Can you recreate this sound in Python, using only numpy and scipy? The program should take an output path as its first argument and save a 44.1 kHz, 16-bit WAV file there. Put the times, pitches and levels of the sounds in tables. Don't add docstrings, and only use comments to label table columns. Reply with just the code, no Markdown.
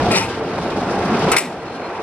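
import sys
import numpy as np
from scipy import signal
from scipy.fft import rfft, irfft
from scipy.io import wavfile
from scipy.ndimage import uniform_filter1d

SR = 44100
rng = np.random.default_rng(int(sys.argv[2]) if len(sys.argv) > 2 else 0)


def master(y):
    cut = np.clip(np.atleast_2d(y).T, -1, 1)
    pcm = np.round(cut * 32767)
    wavfile.write(sys.argv[1], SR, pcm.astype(np.int16))


N = 89082
T = np.arange(N) / SR
HZ = np.maximum(np.fft.rfftfreq(N, 1 / SR), 1)


def undb(db):
    return 10 ** (np.asarray(db) / 20)


def curve(table):
    hz, db = np.array(table).T
    return undb(np.interp(np.log(HZ), np.log(hz), db))


def resonances(modes):
    response = 1
    for hz, width_hz, db in modes:
        response = response + (undb(db) - 1) / (1 + 2j * (HZ - hz) / width_hz)
    return response


def walk(rate_hz):
    hold = int(SR / rate_hz)
    steps = np.repeat(rng.standard_normal(N // hold + 1), hold)
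    slewed = uniform_filter1d(uniform_filter1d(steps, hold), hold)[:N]
    return (slewed - slewed.mean()) / slewed.std()


def port_noise(sum_gain, side_gain, left=0., lead=0., diffuse=1., rough=1):
    common, scattered = rfft(rng.standard_normal((2, N)) * rough)
    norm = np.sqrt(left ** 2 + lead ** 2 + diffuse ** 2)
    difference = (left * common + 1j * lead * common + diffuse * scattered) / norm
    return np.array([sum_gain * common, side_gain * difference])


def unit(ports):
    return ports / np.sqrt(np.mean(ports[0] ** 2))


def burst(start_s, attack_s, t60_s):
    age_s = np.maximum(T - start_s, 0)
    return (1 - np.exp(-age_s / attack_s)) * undb(-60 * age_s / t60_s)


# (time [s], bass [dB], low body [dB], body [dB], wash [dB], hiss [dB])
ROLL_LEVELS = [(0.0, -23, -23.5, -21, -25, -37), (0.11, -24.5, -22.5, -16.5, -29.5, -35.5),
               (0.15, -39, -25.5, -29.5, -26, -33), (0.26, -31.5, -32, -26, -32.5, -41),
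               (0.3, -36.5, -36, -27, -29.5, -38.5), (0.43, -36.5, -31, -25, -31.5, -45.5),
               (0.6, -33, -29, -23.5, -29.5, -42), (0.92, -37.5, -26.5, -22, -28.5, -40),
               (1.0, -31.5, -28.5, -21, -27, -39.5), (1.15, -36.5, -20, -20, -24.5, -38),
               (1.23, -32.5, -21, -20, -24.5, -34.5), (1.28, -30.5, -21.5, -17, -24, -35),
               (1.36, -36.5, -35, -21, -21, -35.5), (1.39, -53, -37, -28.5, -29, -43.5),
               (1.49, -49, -31.5, -30, -37, -49), (1.58, -42.5, -41.5, -31.5, -36, -50),
               (1.75, -45.5, -36, -29.5, -34, -48), (2.02, -45, -42, -27.5, -32, -47.5)]
ROLL_EDGES_HZ = [130, 280, 950, 3000]
# (frequency [Hz], level [dB])
ROLL_COLOUR = [(15, -55), (25, -20), (65, -12), (110, -7), (141, -6), (197, -4), (429, -3), (475, -4),
               (700, -6.5), (1440, -15), (1680, -19), (5250, -34.5), (8360, -52.5), (12000, -111),
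               (15600, -104), (22000, -120)]
# (frequency [Hz], level [dB])
ROLL_SIDE = [(30, -23.5), (100, -30), (196, -35.5), (359, -3.5), (502, -3), (688, -2.5), (1400, -3),
             (5150, -8), (6480, -15), (8340, -15.5), (12400, -23), (15000, -68)]
# (frequency [Hz], width [Hz], level above the colour [dB])
RAILS = [(190.7, 20, 4.5), (258.4, 39, 3), (349, 15.6, 4.5), (450, 25, 4.5), (709.4, 31, 6),
         (798, 20.7, 7.5), (896, 8.3, 6.5), (963, 7.7, 1), (1345, 8.3, 7), (1594, 3.3, 12.5),
         (2450, 340, 2.5), (5340, 150, 1), (8260, 80, 11)]
ROLL_SIDE_DB = -23.5
FLICKER_DB, FLICKER_HZ = .4, 9
WHEEL_ROUGH_DB, WHEEL_ROUGH_HZ = 1.4, 160


def rumble():
    noise = resonances(RAILS) * port_noise(curve(ROLL_COLOUR), curve(ROLL_SIDE) * undb(ROLL_SIDE_DB))
    ranges = np.zeros((5, 2, N))
    for hz in 25 * 2 ** (np.arange(29) / 3):
        band = np.cos(np.pi / 2 * np.clip(3 * np.log2(HZ / hz), -1, 1)) ** 2
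        flicker = undb(FLICKER_DB * walk(FLICKER_HZ))
        ranges[np.searchsorted(ROLL_EDGES_HZ, hz)] += flicker * irfft(noise * band, N)
    for part in ranges[2:]:
        part *= undb(WHEEL_ROUGH_DB * walk(WHEEL_ROUGH_HZ))
    time_s, *levels_db = np.array(ROLL_LEVELS).T
    return sum(unit(part) * undb(np.interp(T, time_s, db)) for part, db in zip(ranges, levels_db))


TONE_FADE_S, PITCH_WAVER = .02, .0025


def gliding_tone(table, side_db, waver_db):
    time_s, hz, db = np.array(table).T
    fade = np.clip(np.minimum(T - time_s[0], time_s[-1] - T) / TONE_FADE_S, 0, 1)
    pitch_hz = np.interp(T, time_s, hz) * (1 + PITCH_WAVER * walk(60))
    phase = 2 * np.pi * (np.cumsum(pitch_hz) / SR + rng.random())
    level_db = np.interp(T, time_s, db) + waver_db * walk(41.2)
    size = np.sqrt(2) * fade * undb(level_db)
    return size * np.array([np.sin(phase), undb(side_db) * np.cos(phase)])


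# (time [s], pitch [Hz], level [dB])
GROAN = [(1.08, 208, -32), (1.122, 214, -20.5), (1.15, 241, -19), (1.183, 235, -24), (1.198, 226, -22),
         (1.22, 200, -30), (1.255, 188, -25), (1.28, 175, -30)]


def groan():
    return gliding_tone(GROAN, side_db=-35, waver_db=1.)


# (time [s], pitch [Hz], level [dB])
SQUEAL = [(1.57, 4170, -62), (1.61, 4175, -56), (1.64, 4155, -59), (1.685, 4165, -50), (1.72, 4160, -54),
          (1.75, 4155, -50), (1.81, 4165, -59), (1.855, 4162, -53), (1.9, 4175, -62)]


def squeal():
    return gliding_tone(SQUEAL, side_db=-2., waver_db=3.5)


# (time [s], level [dB])
TICKS = [(.578, -44), (.625, -43), (.765, -43), (.905, -39), (1.047, -39), (1.188, -36), (1.745, -49)]
# (frequency [Hz], level [dB])
TICK_COLOUR = [(1000, -30), (2500, -10), (5300, 0), (7000, -14), (9000, -35), (14000, -70)]
# (frequency [Hz], level [dB])
TICK_SIDE = [(1000, -40), (2500, -14), (5300, 5), (7000, -5), (8300, -3), (10000, -1), (12000, -14),
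             (14000, -45)]
TICK_ATTACK_S, TICK_T60_S = 0.0038, 0.12


def ticks():
    hiss = unit(irfft(port_noise(curve(TICK_COLOUR), curve(TICK_SIDE)), N))
    return hiss * sum(undb(db) * burst(t, TICK_ATTACK_S, TICK_T60_S) for t, db in TICKS)


# (time [s], pitch [Hz], level [dB], attack [s], t60 [s])
RINGS = [(.005, 235, -19, .008, .18), (.048, 712, -15, .012, .16), (.106, 385, -10, .012, .16),
         (.128, 1300, -22, .006, .25), (.148, 900, -23, .01, .35), (.205, 900, -23, .008, .3),
         (1.258, 535, -15, .01, .16), (1.314, 1300, -16, .002, .12), (1.342, 1410, -20, .004, .15),
         (1.366, 2050, -14, .002, .05), (1.386, 1940, -23, .003, .1)]
RING_WAVER_DB, RING_SIDE_DB = 1.5, -20


def rings():
    out = 0
    for t, hz, db, attack_s, t60_s in RINGS:
        phase = 2 * np.pi * (hz * T + rng.random())
        size = undb(db + RING_WAVER_DB * walk(48)) * burst(t, attack_s, t60_s)
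        out = out + size * np.array([np.sin(phase), undb(RING_SIDE_DB) * np.cos(phase)])
    return out


# (time [s], level [dB], attack [s], t60 [s], tilt [dB/octave], port difference offset [dB], favoured pitch [Hz])
BLOWS = [(.105, -17, 0.0008, 0.14, -5, -1, 1090), (.112, -27.5, 0.0027, 0.13, 1, 8, 4630),
         (.12, -20.5, 0.002, 0.16, -2.5, 0, 2500), (.133, -17.5, 0.0023, 0.26, -7, 6, 2500),
         (.146, -23, 0.0026, 0.22, -0.5, 3, 4300), (.158, -19, 0.0015, 0.14, -1, 6, 5450),
         (.174, -21, 0.0016, 0.17, -1.5, 4.5, 5330), (.203, -23.5, 0.012, 0.27, 1.5, -0.5, 2450),
         (1.315, -11.5, 0.0054, 0.058, 7, -5, 1380), (1.325, -19, 0.0029, 0.095, 1, 3, 2100),
         (1.341, -14, 0.0016, 0.074, -6, -8, 2340), (1.363, -10.5, 0.0036, 0.064, 4.5, -1.5, 2050),
         (1.379, -19, 0.0022, 0.1, 7, -1, 2250), (1.405, -31, 0.0018, 0.34, 5.5, -9, 1900)]
# (frequency [Hz], level [dB])
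BLOW_COLOUR = [(60, -69), (200, -4.5), (500, 6.5), (1200, -1.5), (1800, 0.5), (2500, 7), (3300, -5.5),
               (5400, -11), (7800, -15.5), (10000, -21.5), (13500, -35.5), (15500, -62)]
# (frequency [Hz], level [dB])
BLOW_SIDE = [(59, -59), (100, -27), (668, -8), (898, -9.5), (1520, -3), (2520, -1), (3250, -5), (4660, -6),
             (6660, -6.5), (7730, -1), (13700, -11), (15500, -44)]
# (frequency [Hz], width [Hz], level above the colour [dB])
BLOW_MODES = [(385, 20, 8), (900, 30, 6), (1320, 60, 8), (1930, 80, 8), (2140, 70, 6), (2410, 50, 4),
              (2480, 45, 5), (2600, 50, 3), (2910, 35, 8), (3580, 45, 9), (3820, 50, 9), (4290, 90, 7),
              (5000, 90, 6), (5280, 45, 9), (5560, 120, 8), (7800, 690, 5.5)]
GRIT_DB, GRIT_HZ = 2.2, 900
BLOW_LEFT, BLOW_LEAD, BLOW_DIFFUSE = .55, .9, .4
FAVOUR_DB, FAVOUR_OCTAVES = 7, .3


def clacks():
    roughness = undb(GRIT_DB * walk(GRIT_HZ))
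    grit = port_noise(curve(BLOW_COLOUR), curve(BLOW_SIDE), BLOW_LEFT, BLOW_LEAD, BLOW_DIFFUSE, roughness)
    octaves = np.log2(np.maximum(HZ, 300) / 2000)
    blows = 0
    for k, (t, db, attack_s, t60_s, tilt_db, side_db, hz) in enumerate(BLOWS):
        favour_db = FAVOUR_DB * np.exp(-(np.log2(HZ / hz) / FAVOUR_OCTAVES) ** 2)
        coloured = unit(irfft(grit * undb(tilt_db * octaves + favour_db), N))
        own = np.roll(coloured, k * N // len(BLOWS), axis=1)
        blows = blows + undb([[db], [db + side_db]]) * burst(t, attack_s, t60_s) * own
    return irfft(rfft(blows) * resonances(BLOW_MODES), N)


def scene():
    mid, side = rumble() + groan() + squeal() + ticks() + rings() + clacks()
    return np.array([mid + side, mid - side])


BOTTOM_HZ, TOP_HZ = 34.6, 15700


def record(dry):
    low_cut = signal.butter(2, BOTTOM_HZ, "high", fs=SR, output="sos")
    top_cut = signal.ellip(10, .2, 80, TOP_HZ, fs=SR, output="sos")
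    wet = signal.sosfilt(low_cut, dry)
    rounded = wet / (1 + wet ** 4) ** .25
    return signal.sosfilt(top_cut, rounded)


dry = scene()
out = record(dry)
master(out)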